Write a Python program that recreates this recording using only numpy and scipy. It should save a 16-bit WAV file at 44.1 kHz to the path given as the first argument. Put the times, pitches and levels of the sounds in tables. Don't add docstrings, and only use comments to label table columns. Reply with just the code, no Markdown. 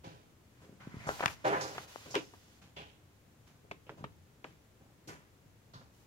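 import sys
import numpy as np
from scipy import signal
from scipy.fft import rfft, irfft, next_fast_len
from scipy.io import wavfile

SR = 44100
rng = np.random.default_rng(int(sys.argv[2]) if len(sys.argv) > 2 else 0)


def unload_wav(signal):
    wavfile.write(
        sys.argv[1],
        SR,
        np.round(np.clip(np.atleast_2d(signal).T, -1, 1) * 32767).astype(np.int16),
    )


N = 267290


def amp(db):
    return 10 ** (np.asarray(db) / 20)


def unit(x):
    return x / np.sqrt(np.mean(x ** 2) + 1e-30)


def read(points, hz):
    f, value = np.transpose(points)
    return np.interp(np.log(hz + 1), np.log(f + 1), value)


def add(mix, s, sound):
    part = mix[:, max(round(s * SR), 0):]
    part = part[:, :sound.shape[1]]
    part += sound[:, :part.shape[1]]


def filtered(x, response):
    count = x.shape[-1]
    size = next_fast_len(count)
    f = np.fft.rfftfreq(size, 1 / SR) + 1e-6
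    return irfft(rfft(x, size) * response(f), size)[..., :count]


def resonance(f, hz, q):
    return 1 / (1 + 1j * q * (f / hz - hz / f))


def lowpass(f, hz, q):
    return 1 / (1 - (f / hz) ** 2 + 1j * f / hz / q)


def band(x, hz, q):
    return filtered(x, lambda f: resonance(f, hz, q) ** 2)


def pulse(hz, q, size=8192):
    push = band(signal.unit_impulse(size), hz, q)
    return push / abs(push).max()


def grains(count, per_s, spread_db, same):
    chance = rng.uniform(-1, 1, (3, count)) * SR / per_s
    hit = abs(chance) < 1
    size_db = spread_db * np.minimum(-np.log(abs(chance[hit])), 4)
    slips = np.zeros((3, count))
    slips[hit] = np.sign(chance[hit]) * amp(size_db)
    same = np.clip(same, 0, 1)
    return np.sqrt(same) * slips[0] + np.sqrt(1 - same) * slips[1:]


def placed(x, side, shade_db=0.4):
    full_delay = 0.00039
    lead = np.array([[1], [-1]]) * side
    delay = full_delay / 2 * (abs(side) - lead)
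    return amp(lead * shade_db) * filtered(x, lambda f: np.exp(-2j * np.pi * f * delay))


def mirrored(x, echo_db):
    delays = rng.uniform(0.001968, 0.014, 2)
    return filtered(x, lambda f: 1 + amp(echo_db) * sum(np.exp(-2j * np.pi * f * d) for d in delays))


def envelope(t, attack, end, release):
    rise = np.sin(np.pi / 2 * np.clip(t / attack, 0, 1)) ** 2
    return rise * np.exp(-np.maximum(t - end, 0) / release)


def quiet():
    # (frequency [Hz], relative density [dB per Hz])
    spectrum = [(10, -25), (25, -13), (40, -16.5), (70, -4), (115, -1), (160, -9), (300, -11.5),
                (600, -18.5), (1000, -22), (2000, -25), (4800, -31.5), (7200, -30.5), (8300, -35),
                (15500, -36)]
    # (frequency [Hz], correlation [1])
    coherence = [(40, 1), (200, 0.92), (600, 0.4), (1500, 0.022), (8000, 0.029)]
    left, other = rng.standard_normal((2, N))

    def same(f):
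        return np.clip(read(coherence, f), -1, 1)

    right = filtered(left, same) + filtered(other, lambda f: np.sqrt(1 - same(f) ** 2))
    noise = unit(filtered(np.array([left, right]), lambda f: amp(read(spectrum, f))))
    return amp(-62.8) * amp([[1], [-0.6]]) * noise


def room(x):
    # (frequency [Hz], time to fall by 60 dB [s])
    decay = [(100, 1), (500, 0.16), (2000, 0.25), (6000, 0.28), (15000, 0.32)]
    count = SR // 2
    signs = rng.choice([-1., 1.], (2, count))
    present = rng.random((2, count)) < 3000 / SR
    taps = signs * present * (np.arange(count) > 0.005 * SR)
    hz, t, z = signal.stft(taps, SR, nperseg=256)
    fading = amp(-60 * t / read(decay, hz)[:, None])
    tail = signal.istft(z * fading, SR, nperseg=256)[1]
    return signal.fftconvolve(x, tail / np.linalg.norm(tail[0]), axes=1)[:, :N]


def bumps():
    # (time [s], peak level [dB], centre frequency [Hz])
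    pushes = [(0.072, -44.5, 149), (0.693, -50.5, 258), (0.726, -51, 207), (0.872, -40, 175),
              (0.942, -42.5, 158), (0.968, -43, 105), (1.068, -41, 130), (1.092, -48, 80),
              (1.259, -37, 126), (4.008, -47, 148), (4.028, -47, 145), (4.042, -44, 150), (5.46, -55, 115)]
    out = np.zeros((2, N))
    for s, peak_db, hz in pushes:
        add(out, s, placed(amp(peak_db) * pulse(hz, q=0.92), side=0.37))
    return filtered(out, lambda f: lowpass(f, hz=533, q=1))


def slide():
    # (start [s], length [s], relative level at the end [dB],
    # swell from start to end [dB], brightness [dB])
    strokes = [ (0.482, 0.17, -73.5, 13, -12.5), (0.788, 0.28, -57.5, 18, -8.5),
               (1.072, 0.26, -47.5, -1.5, 2.8), (1.356, 0.16, -62, 8, -9), (1.446, 0.036, -47, 7, -10),
               (1.504, 0.34, -49.5, 1.5, 1.5), (1.867, 0.33, -53.5, -2, 2), (2.202, 0.385, -63.5, -2.5, 4),
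               (5.92, 0.12, -68.5, 0, 8)]
    attack, release = 0.023, 0.016
    rub_db, fizz_db = -2.5, -7
    t = np.arange(N) / SR
    rub, hiss, fizz = np.zeros((3, 2, N))
    for s, length, level_db, swell_db, bright_db in strokes:
        progress = np.clip((t - s) / length, 0, 1)
        drive = amp(level_db + swell_db * (progress - 1)) * envelope(t - s, attack, length, release)
        rub += drive * amp(rub_db - bright_db)
        hiss += drive
        fizz += drive * amp(fizz_db + bright_db)
    rub *= unit(band(grains(N, per_s=4500, spread_db=3.5, same=0.37), 1670, q=0.32))
    hiss *= unit(band(grains(N, per_s=4200, spread_db=1.0, same=0.22), 4080, q=0.75))
    fizz *= unit(band(grains(N, per_s=12000, spread_db=8.0, same=0.12), 13400, q=0.52))
    return amp(-3.5) * placed(mirrored(rub + hiss + fizz, echo_db=-14.5), side=0.55)


def sheet(f):
    # (frequency [Hz], level [dB])
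    modes = [(275, 5), (314, 6.5), (355, 2.5), (402, 4), (440, -24), (522, -4.5), (588, -16), (677, -22.5),
             (720, -1), (777, -4.5), (852, -12), (928, -15.5), (1020, 5.5), (1167, -1.5), (1371, 10),
             (1527, 9), (1686, 5), (1773, 5)]
    width_hz, plain_db = 25, -4
    ring = 0
    for k, (hz, db) in enumerate(modes):
        ring = ring + (-1) ** k * amp(db) * resonance(f, hz, q=hz / width_hz)
    return 1j * amp(plain_db) + ring


def rustles():
    # (start [s], fade
    # time constant [s], body centre [Hz], body level [dB], # crinkle centre [Hz], crinkle level [dB], crinkle Q
    bends = [ (0.032, 0.088, 660, -55, 3150, -53.5, 0.86, -1.08),
             (0.603, 0.14, 397, -66, 1900, -65.5, 0.2, 0.29),
             (0.794, 0.087, 1290, -63, 1540, -56, 0.54, 0.37),
             (0.900, .15, 1090, -63, 2070, -63, 4.5, 0.56), (0.985, 0.17, 600, -62, 2040, -54.5, 2.8, 0.61),
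             (1.064, 0.053, 795, -43, 6000, -47.5, 1.2, 0.69),
             (1.085, 0.019, 800, -38, 1500, -53, .85, 0.66),
             (1.220, 0.035, 820, -38, 1730, -40.5, 1.3, 0.23),
             (1.439, 0.1, 670, -31.5, 2040, -38.5, 0.81, -0.8),
             (1.522, 0.064, 790, -35, 1760, -39, 1.8, -0.91),
             (1.605, .054, 764, -53, 5000, -37.5, 1.5, -0.81),
             (1.742, 0.049, 644, -54, 1900, -52, 0.58, 0.52),
             (2.056, 0.03, 446, -52.5, 2600, -55.5, 0.6, 0.56),
             (2.099, 0.074, 610, -59.5, 5400, -45.5, 2, 0.5), (2.141, 0.024, 800, -37, 2500, -42, 1, 0.83),
             (2.158, 0.022, 437, -34.5, 2780, -35, 1.5, -0.36),
             (2.612, .06, 730, -69, 3000, -59, 0.58, -0.25),
             (2.760, 0.065, 680, -53, 2870, -45.5, 1.5, -0.9),
             (3.461, 0.065, 810, -72, 3300, -63, .5, -0.2), (3.641, 0.017, 400, -63.5, 900, -80, 1.2, .85),
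             (3.711, .012, 380, -49.5, 2860, -50, 0.94, 0.21),
             (3.863, 0.034, 594, -68, 2680, -61.5, 1.7, -0.29),
             (3.894, 0.028, 460, -52.5, 1950, -58.5, 0.65, 0.042),
             (3.968, 0.066, 650, -62, 2500, -63.5, 0.39, 0.78),
             (4.040, 0.0085, 394, -44, 2620, -46, 1.6, 0.74), (4.441, 0.071, 400, -67, 2600, -61, .6, 0.72),
             (4.797, 0.079, 570, -72, 2000, -80, .5, -0.58),
             (5.071, 0.044, 350, -53, 5030, -47.5, .7, 0.88),
             (5.080, 0.063, 880, -55.5, 1960, -53.5, 1.05, 0.79),
             (5.732, 0.053, 1040, -55, 4200, -53.5, 2.1, -0.84),
             (5.811, 0.011, 650, -62, 1380, -61, .8, -0.23)]
    out = np.zeros((2, N))
    t = np.arange(SR // 2) / SR
    count = len(t)
    ring = filtered(signal.unit_impulse(count), sheet)[None, :count // 2]
    for s, fade, body_hz, body_db, crinkle_hz, crinkle_db, crinkle_q, side in bends:
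        rise = 0.18 * fade
        swell = envelope(t, rise, rise, fade)
        air_db = -58.5 + 0.4 * (body_db + 51)
        air = unit(band(grains(count, per_s=2700, spread_db=3.5, same=1.0), 150, q=1.22))
        buckles = band(grains(count, per_s=1400, spread_db=2.5, same=0.97), body_hz, q=0.84)
        body = unit(irfft(rfft(buckles) * rfft(ring, count), count))
        crinkle = band(grains(count, per_s=1900, spread_db=2.5, same=0.15), crinkle_hz, q=crinkle_q)
        crinkle = unit(mirrored(crinkle, echo_db=-13.5))
        add(out, s, placed(swell * (amp(air_db) * air + amp(body_db) * body), side))
        add(out, s, placed(swell * amp(crinkle_db) * crinkle, side, shade_db=0.7))
    return out


def snaps():
    # (time [s], pitch [Hz], pop level [dB], shiver level [dB], side [-1 right to 1 left])
    creases = [ (1.0914, 740, -18.5, -42, .5), (1.1950, 1100, -37, -38, 0.22),
               (1.2063, 920, -29, -29.5, 0.44), (1.234, 1010, -26, -45, 0.73),
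               (1.2380, 675, -22.5, -39, 0.92), (1.2594, 1800, -10, -19.5, 1),
               (1.2802, 1580, -23.5, -30.5, 0.97), (1.7814, 1000, -26.5, -34, 0.37),
               (1.9596, 703, -31.5, -71, 0.55), (2.153, 3930, -22, -22, 0.93),
               (2.1550, 2640, -37, -22.5, -0.11), (2.3372, 515, -50, -54, 0.47),
               (3.7127, 1200, -36, -34.5, 0.79), (3.8939, 840, -36.5, -44, -0.27),
               (4.0418, 970, -37, -40, 0.47), (4.4431, 1440, -46, -38.5, 0.79),
               (4.4471, 460, -35, -49, 0.24)]
    out = np.zeros((2, N))
    lead = 2 ** 8
    t = (np.arange(2 ** 12) - lead) / SR
    strain = np.exp(np.minimum(t - 0.0005, 0) / 0.00016)
    for s, hz, pop_db, shiver_db, side in creases:
        shiver_hz = 1.26 * hz
        fade = 4.63 / hz
        pop = amp(pop_db) * np.roll(pulse(hz, q=0.55, size=len(t)), lead)
        shiver = band(grains(len(t), per_s=7800, spread_db=-3.5, same=0.99), shiver_hz, q=0.35)
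        shiver = filtered(shiver, lambda f: lowpass(f, hz=3000, q=0.96))
        shiver = unit(mirrored(shiver, echo_db=-7.5))
        shiver = amp(shiver_db) * shiver * strain * np.exp(-np.maximum(t, 0) / fade)
        add(out, s + t[0], placed(pop, side, shade_db=7) + placed(shiver, side))
    return out


def scene():
    # (frequency [Hz], gain [dB])
    microphone_colour = [(40, 5.5), (200, 4), (1000, 4), (3000, -2), (4000, -5), (5500, -4), (7000, -1.5),
                         (7600, -5), (8300, -9), (11000, -5), (16000, -9)]
    dry_paper = snaps() + rustles() + bumps() + slide()
    paper = filtered(dry_paper, lambda f: amp(read(microphone_colour, f)))
    return paper + amp(-12.5) * room(paper) + quiet()


def record(dry):
    # (frequency [Hz], left minus right [dB])
    balance = [(60, 0.5), (300, 1), (1500, -1.5), (2500, -0.7), (4000, -1.5), (6400, -1.5), (10000, 0.9)]
    halves = np.array([[0.5], [-0.5]])
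    heard = filtered(dry, lambda f: amp(halves * read(balance, f)))
    band_limit = signal.firwin(511, 15850, window=("kaiser", 9), fs=SR)
    return signal.oaconvolve(heard, band_limit[None], "same")


dry = scene()
out = record(dry)
unload_wav(out)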